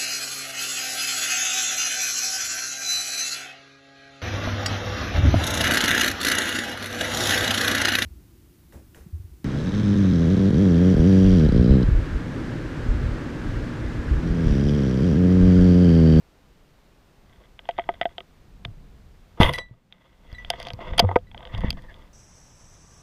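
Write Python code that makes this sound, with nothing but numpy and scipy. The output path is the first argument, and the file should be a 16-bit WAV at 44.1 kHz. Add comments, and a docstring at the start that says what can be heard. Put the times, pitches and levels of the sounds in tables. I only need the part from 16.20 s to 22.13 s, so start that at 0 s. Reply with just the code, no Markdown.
"""Speargun over a rocky bottom, heard close up by a camera's microphone in a sealed housing on the gun.
Steady hiss with a thin whine lies over low water rumble; rubs and gear knocks then ring the housing modes.
The gun fires with a thump and a rush of line and rubber (swelled friction noise), two whips follow, and
the steel shaft pings lengthwise on the rocks (damped overtones). Handling scrapes, knocks and rumbles
follow, with a few squeaky rubs (narrow ragged noise) near the end."""
import sys
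import numpy as np
from scipy import signal
from scipy.fft import rfft, irfft
from scipy.io import wavfile
from scipy.ndimage import uniform_filter1d

SR = 44100
rng = np.random.default_rng(int(sys.argv[2]) if len(sys.argv) > 2 else 0)


def store_pcm(level_fs):
    """Save levels as 16-bit WAV."""
    pcm = np.round(np.clip(level_fs, -1, 1) * 32767).astype(np.int16)
    wavfile.write(sys.argv[1], SR, np.atleast_2d(pcm).T)


N = 261513

# Housing modes, close to the microphone: (frequency [Hz], level [dB], t60 [s])
# hollow body
BODY_MODES = [(385, -6.5, 0.06), (501, -4, 0.056), (690, -2, 0.051), (901, 1.5, 0.019), (1255, -2, 0.034)]
# wall tick
TICK_MODES = [(1550, -11.5, 0.027), (1977, -4, 0.017), (2187, -5.5, 0.01), (2650, -10, 0.0055),
              (3122, -4.5, 0.011), (3277, 0, 0.013), (3576, -1, 0.011)]
# hard crack
CRACK_MODES = [(4700, -1, 0.005), (4900, -8.5, 0.012), (6140, -12, 0.0095), (6584, -13, 0.01)]
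# thin treble
TREBLE_MODES = [(7600, -11, 0.003), (9500, -0.5, 0.003), (11200, -15, 0.0074), (11980, -5.5, 0.0072),
                (13400, -10.5, 0.0049)]


def undb(db):
    """Amplitude ratio of a level in dB."""
    return 10 ** (np.asarray(db) / 20)


def unit(x):
    """Scale to rms 1."""
    return x / np.sqrt(np.mean(x ** 2))


def bandpass(x, order, lo_hz, hi_hz):
    """Butterworth bandpass."""
    return signal.sosfilt(signal.butter(order, [lo_hz, hi_hz], "bandpass", fs=SR, output="sos"), x)


def band(lo_hz, hi_hz):
    """Band of noise with rms 1."""
    return unit(bandpass(rng.standard_normal(N), 2, lo_hz, hi_hz))


def walk(rate):
    """Random levels held 1 / rate s and slewed; spread near 1."""
    k = int(SR / rate)
    steps = np.repeat(rng.standard_normal(N // k + 1), k)
    return 1.78 * uniform_filter1d(steps, k)[:N]


def swell(s, hold_s, rise_db_s, fall_db_s):
    """Gain that rises to 1 at s, holds, then falls, evenly in dB between -80 and 0."""
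    end_s = s + max(hold_s, 0)
    corners_s = [s - 80 / rise_db_s, s, end_s, end_s + 80 / fall_db_s]
    i = np.arange(int(corners_s[0] * SR), min(int(corners_s[-1] * SR), N))
    gain = np.zeros(N)
    gain[i] = undb(np.interp(i / SR, corners_s, [-80, 0, 0, -80]))
    return gain


def spells(rows, rise_db_s, fall_db_s, sounds):
    """Each row (time, hold, first sound's dB, dB of the others over the first) swells a blend of the sounds."""
    rows = np.array(rows)
    gains = np.array([swell(s, hold_s, rise_db_s, fall_db_s) for s, hold_s in rows[:, :2]])
    blend = undb(rows[:, 2:3] + np.c_[np.zeros(len(rows)), rows[:, 3:]])
    return np.sum(blend.T @ gains * sounds, axis=0)


def ring(x, hz, t60):
    """A damped mode: a unit impulse starts a sine of amplitude 1."""
    pole = np.exp(2j * np.pi * hz / SR - np.log(1000) / (max(t60, .001) * SR))
    return signal.lfilter([1], [1, -pole], x).imag


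def housing(force, modes):
    """Each force rings its own mode; contact takes time, so little reaches beyond the range of the modes."""
    rung = np.zeros(N)
    for k, (hz, db, t60) in enumerate(modes):
        rung += (-1) ** k * undb(db) * ring(force[k], hz, t60)  # neighbours move in opposite senses
    return bandpass(rung, 3, 0.41 * modes[0][0], min(0.86 * modes[-1][0], 16000))


def blows(s, size):
    """Impulses of the given sizes at the given times."""
    x = np.full(N, 1e-18)  # inaudible bed
    np.add.at(x, np.round(np.asarray(s) * SR).astype(int), size)
    return x


def hiss(level_db=-61.5):
    """Microphone hiss: coloured steady noise with a faint high whine."""
    # spectrum of the hiss: (frequency [Hz], density [dB per Hz, relative])
    colour = [(250, -1.5), (740, -8), (1470, -13), (4000, -19.5), (10600, -31), (13800, -33.5),
              (15000, -33.5)]
    # thin steady tone: (frequency [Hz], rms level [dB])
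    tone = (13905, -86)
    hz, db = np.transpose(colour)
    f = np.maximum(np.fft.rfftfreq(N, 1 / SR), 1)
    shape = undb(np.interp(np.log(f), np.log(hz), db)) * (f > 250)
    noise = irfft(rfft(rng.standard_normal(N)) * shape, N)
    whine_hz, whine_db = tone
    whine = np.sqrt(2) * undb(whine_db) * np.sin(2 * np.pi * whine_hz * np.arange(N) / SR)
    return dip() * (undb(level_db) * unit(noise) + whine)


def dip(recover_db_s=17.5):
    """Gain of hiss and whine: at set times after loud bangs it drops, holds, then slowly recovers."""
    # drops of the steady background: (time [s], depth [dB], hold [s])
    drops = [(3.221, -10, 0.39), (4.967, -3, 0.15)]
    t = np.arange(N) / SR
    gain_db = np.zeros(N)
    for s, db, hold_s in drops:
        recovered_db = recover_db_s * np.maximum(t - s - hold_s, 0)
        gain_db += (t > s) * np.minimum(db + recovered_db, 0)
    return undb(gain_db)


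def rumble(low_db=-61.5, low_per_db=1.36, floor_db=-64.5):
    """Water shoving the housing: deep noise, and a range above that follows more steeply over a steady floor."""
    # course of the deep range: (time [s], level [dB])
    shoves = [(0, -59), (.97, -58), (1.09, -52.5), (1.4, -55.5), (1.7, -48), (2.05, -56.5), (2.48, -44),
              (3.19, -53.5), (3.22, -21.5), (3.38, -44.5), (3.6, -67), (3.88, -64), (4.15, -45), (4.6, -42),
              (4.8, -33.5), (5.0, -47.5), (5.28, -45), (5.45, -30), (5.62, -44), (5.93, -52.5)]
    s, db = np.transpose(shoves)
    deep_db = np.interp(np.arange(N) / SR, s, db)
    # low_db applies, ahead of the floor, where the deep range is at -50 dB
    low = np.hypot(undb(low_db + low_per_db * (deep_db + 50)), undb(floor_db))
    return undb(deep_db) * band(10, 65) + low * band(110, 210)


def rubbing(per_s=2500, spread_db=4.5, broad_db=-2.0, patchy_db=2.5, catch_per_s=45, rush_catch_db=-10.5):
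    """Hands, gear, line and rubber: dense uneven slips ring the housing modes under a broader scratch.
    The grip comes and goes, and now and then it catches with a small tick in the walls."""
    # hands and gear on the housing: (time [s], hold [s], tick level [dB],
    # body minus tick [dB], crack minus tick [dB], catches minus tick [dB])
    rub_rows = [(1.08, 0.19, -75, 10, -30, 8.5), (1.44, 0.09, -67, 1.5, -32, 13),
                (1.575, 0.018, -57, -6, -29, -6), (1.62, .3, -69, 5.5, -35, 8.5),
                (1.675, 0.018, -65, 9, -29, -10), (3.449, 0.14, -77.5, 9, -19, 0.5),
                (3.727, 0.33, -67.5, 1.5, -22, -7), (4.1, 0.21, -58.5, -1.5, -16, -6),
                (4.31, 0.028, -49.5, 0, -17, -6), (4.395, 0.082, -47.5, 4.5, -10, -4),
                (4.52, 0.027, -62, 13, -9, -3), (4.615, .2, -48.5, 6.5, -22, -9),
                (4.831, 0.12, -57.5, 18, -27, -6), (5.165, .15, -62.5, 10.5, -25, -7),
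                (5.335, 0.16, -48, 5, -21, -5), (5.577, .3, -64, 7.5, -13, -2.5)]
    # trigger pull, line and rubber rushing out, and the two whips after it: (time [s], hold [s],
    # tick level [dB] before catches, body minus tick [dB], crack minus tick [dB], treble minus tick [dB])
    rush_rows = [(3.176, .024, -50.5, 13, -24.5, -34), (3.204, .004, -22, 5, -12, -20),
                 (3.215, .055, -26, 1.5, -36, -20.5), (3.329, .015, -36, -3, -12, -10.5),
                 (3.381, 0.0036, -45, 10.5, -10, -24)]
    groups, grip = [], undb(patchy_db * walk(90))
    for modes in (TICK_MODES, BODY_MODES, CRACK_MODES, TREBLE_MODES):
        hits = rng.random(N) < per_s / SR
        uneven = undb(spread_db * rng.standard_normal(N))
        slips = grip * hits * uneven * rng.choice([-1, 1], N)
        rung = unit(housing([slips] * len(modes), modes))
        scratch = unit(bandpass(slips, 3, 0.71 * modes[0][0], 0.9 * modes[-1][0]))
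        groups.append(unit(rung + undb(broad_db) * scratch))
    tick, body, crack, treble = groups
    snags = (rng.random(N) < catch_per_s / SR) * rng.random(N)
    catches = unit(housing([snags] * len(TICK_MODES), TICK_MODES))
    rubs = spells(rub_rows, 500.5, 499.5, [tick, body, crack, catches])
    rush_tick = tick + undb(rush_catch_db) * catches
    rush = spells(rush_rows, 5000, 499, [rush_tick, body, crack, treble])
    return rubs + rush


def knocks(scatter_db=4, reach=0.054, spill=0.32, body_db=1, tick_db=-3, crack_db=1, treble_db=-12,
           slip_s=.0004, bounce_s=0.015, bounce_db=-11, bright_db=5, dull_per_body_db=1.09):
    """Each blow lands elsewhere, so it shares its force differently among the housing modes,
    and small chatter surrounds it."""
    # knocks on the housing, levels ahead of the shift of each range: (time [s], tick level [dB],
    # body minus tick [dB], body centre [Hz], crack minus tick [dB], which sets the treble too)
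    knock_rows = [(1.3916, -29.5, -1.5, 1150, -29), (1.4544, -40, 2, 750, -27),
                  (1.4734, -45, -10, 700, -27), (1.4893, -19, 6.5, 664, -18.5), (1.51, -27, -7, 780, -25),
                  (1.5808, -25.5, 3, 756, -31), (1.5859, -18.5, 13, 746, -41), (1.5947, -22.5, 7, 684, -30),
                  (1.6898, -17, 12, 754, -31), (1.7393, -33.5, -3.5, 710, -26), (1.813, -13, 2, 720, -20),
                  (1.8298, -31, 5, 690, -33), (1.8545, -20.5, 3.5, 728, -32), (1.9814, -17, -5.5, 723, -36),
                  (2.005, -33, 3.5, 814, -31), (2.4503, -15, -6.5, 770, -20),
                  (3.2114, -5.5, 9.5, 1280, -25.5), (3.232, -6.5, -3.5, 980, -15),
                  (3.2626, -15, -5, 910, -25), (3.291, -32, 2, 600, -24), (3.3068, -28, -2.5, 500, -18),
                  (3.3362, -20, -7, 650, -1.5), (3.3852, -26, 3, 480, -0.5), (3.7248, -32, -18, 983, -24),
                  (4.128, -42.5, 4, 1171, -0.5), (4.2477, -26.5, -14.5, 654, -28),
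                  (4.3022, -10, -2, 645, -2), (4.336, -24, 3.5, 780, -30), (4.4006, -29, 4, 680, -1.5),
                  (4.4165, -39, -9, 580, -7), (4.428, -27, -21, 920, -4), (4.4513, -29, -9, 960, -13.5),
                  (4.4693, -18, -9, 690, -14), (4.485, -24, -14, 674, -12), (4.5038, -21, -1, 800, -20),
                  (4.5345, -39, 6, 530, 6), (4.5898, -38, 14, 650, -25), (4.735, -28, 7.5, 462, -32),
                  (4.7792, -18, -21, 690, 1.5), (4.7825, -5.5, -6, 653, -11.5),
                  (4.7908, -11, -13.5, 920, -15.5), (4.7938, 0.5, -4, 905, -5.5),
                  (4.7974, -0.5, -30.5, 940, -2.5), (4.7994, -13, 1.5, 660, 1.5),
                  (4.8392, -41, 32.5, 523, -24), (4.8472, -29.5, 13, 580, -40),
                  (4.8895, -28.5, 17.5, 784, -32), (4.9133, -25.5, 13, 936, -43),
                  (4.9578, -16, 16.5, 854, -33.5), (4.9619, -13.5, 18, 928, -21),
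                  (4.987, -38, -15.5, 704, -25.5), (5.1146, -35, -9, 930, -27.5),
                  (5.146, -31.5, 1, 644, -33), (5.1777, -28.5, -21, 550, -24), (5.206, -37.5, -1, 870, -31),
                  (5.2286, -33, -3, 680, -32), (5.2524, -28.5, -4, 550, -20), (5.2723, -30.5, 0, 720, -25),
                  (5.3482, -20.5, -7, 860, -26), (5.3783, -34, -17, 1000, -4), (5.4064, -41, -3, 990, -0.5),
                  (5.4352, -34.5, 17, 510, -34), (5.5049, -9.5, -18.5, 613, -3),
                  (5.5285, -33, -1, 630, -10), (5.6216, -50, -11, 451, 0), (5.742, -40, -7, 620, -24)]
    s, db, body, centre_hz, crack = np.transpose(knock_rows)
    # upper over lower wall modes: the more body in a blow, the duller its tick
    bright = (bright_db - dull_per_body_db * body)[:, None]
    bounce = rng.random((len(s), 4)).T  # two times, then two sizes
    out = np.zeros(N)
    ranges = ((BODY_MODES, body + body_db), (TICK_MODES, tick_db),
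              (CRACK_MODES, crack + crack_db), (TREBLE_MODES, crack + treble_db))
    for modes, level in ranges:
        hz, mode_db = np.array(modes)[:, 0], np.array(modes)[:, 1]
        scatter = scatter_db * rng.standard_normal((len(s), len(modes)))
        size = undb((db + level)[:, None] + scatter)
        late = rng.random(size.shape) * slip_s  # modes outside the body do not all start at once
        if modes is BODY_MODES:  # the struck spot favours the hollow modes near its own pitch
            nearness = np.exp(-.5 * (np.log(hz / centre_hz[:, None]) / reach) ** 2)
            share = nearness + spill * undb(mode_db)
            size = size * share / share.sum(axis=1, keepdims=True)
            late = 0 * late
        if modes is TICK_MODES:  # a bright blow loses the lower wall modes, a dull one the upper
            upper_db, lower_db = np.minimum(bright, 0), np.minimum(-bright, 0)
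            size = size * undb(np.where(hz > 2400, upper_db, lower_db))
        force = [blows(s + late[:, k], size[:, k]) for k in range(len(modes))]
        if modes is TICK_MODES:  # two weaker ticks, each shortly before or after the blow
            for j in range(2):
                shift_s = bounce_s * (bounce[j] - .3)
                weaker = undb(bounce_db) * bounce[2 + j]
                for k in range(len(modes)):
                    force[k] = force[k] + blows(s + late[:, k] + shift_s, size[:, k] * weaker)
        out += housing(force, modes)
    return out


def thumps(push_cycles=0.03):
    """Soft pushes of the whole rig: a damped swing that starts inward and sets in over part of a cycle."""
    # dull thumps: (time [s], level [dB], frequency [Hz], t60 [s])
    pushes = [(2.457, -23, 120, 0.039), (2.481, -27, 104.4, 0.12), (3.2025, 8, 183, 0.015),
              (3.216, -10.5, 85.4, 0.25), (3.245, -3, 51.3, 0.032), (3.285, -20, 145.4, 0.17),
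              (3.511, -33.5, 119.4, 0.098), (4.128, -24.5, 61.5, 0.05), (4.537, -23, 104, 0.068),
              (4.722, -17.5, 55, 0.072), (4.826, -15.5, 201, 0.069), (4.835, -16, 95, 0.079),
              (4.844, -12, 93, 0.31), (4.962, -0.5, 490, 0.0097), (5.34, -22, 101, 0.25),
              (5.379, -20, 39, 0.22), (5.445, 0, 97, 0.012), (5.481, -15.5, 60.7, 0.088)]
    out = np.zeros(N)
    for s, db, hz, t60 in pushes:
        t = np.arange(int(t60 * SR)) / SR
        fade = 1000 ** (-t / t60) * (1 - np.exp(-t * hz / push_cycles))
        i = int(s * SR)
        out[i:i + len(t)] -= undb(db) * np.sin(2 * np.pi * hz * t) * fade
    return out


def shaft(rise_s=0.00067, high_loss=0.21):
    """A long steel rod struck end-on rings near whole multiples of its lowest note; what touches it damps it."""
    # lengthwise modes of the steel shaft: (frequency [Hz], level [dB])
    shaft_modes = [(1970, 3), (3946, -1), (5932, -23), (7903, -19), (9862, -30.5), (11810, -41)]
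    # blows on the shaft: (time [s], level [dB], overtone lift [dB per mode],
    # even modes [dB], t60 of the lowest mode [s])
    pings = [(3.340, -26.5, 1.8, -10, 0.13), (3.386, -31.5, 0.94, -5.5, .2),
             (4.147, -42.5, -0.5, -1.5, .12), (4.183, -37, -0.057, -26, 0.19), (5.070, -58.5, -1, -3, 0.14)]
    out, t = np.zeros(N), np.arange(int(.3 * SR)) / SR
    for s, db, tilt_db, even_db, t60 in pings:
        i = int(s * SR)
        for k, (hz, mode_db) in enumerate(shaft_modes):
            size = undb(db + mode_db + tilt_db * k + even_db * (k % 2))
            decay = 1000 ** (-t * (1 + high_loss * k) / max(t60, .01))  # higher modes die sooner
            fade = decay * (1 - np.exp(-t / rise_s))
            out[i:i + len(t)] += size * fade * np.sin(2 * np.pi * (hz * t + rng.random()))
    return out


def squeak(width_hz=500, patchy_db=5, rise_db_s=500, fall_db_s=600):
    """Squeaky rubs: narrow, ragged bands of friction noise."""
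    # squeaks: (time [s], hold [s], level [dB] ahead of the raggedness, centre [Hz])
    squeaks = [(5.327, 0.16, -55, 1956), (5.57, 0.018, -61, 1820), (5.638, 0.096, -60.5, 1836)]
    t = np.arange(N) / SR
    rough = undb(patchy_db * walk(70)) * (walk(width_hz) + 1j * walk(width_hz))
    out = np.zeros(N)
    for s, hold_s, db, hz in squeaks:
        friction = (rough * np.exp(2j * np.pi * hz * t)).real
        out += undb(db) * swell(s, hold_s, rise_db_s, fall_db_s) * friction
    return out


def scene():
    """All sources summed at the one microphone."""
    return (hiss() + rumble() + rubbing() + knocks() + thumps() + shaft() + squeak())[None]


def record(dry, top_hz=15300):
    """Peaks beyond full scale clip; then a steep lowpass cuts the top."""
    lowpass = signal.ellip(8, .2, 70, top_hz, fs=SR, output="sos")
    return signal.sosfilt(lowpass, np.clip(dry, -1, 1))


dry = scene()
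out = record(dry)
store_pcm(out)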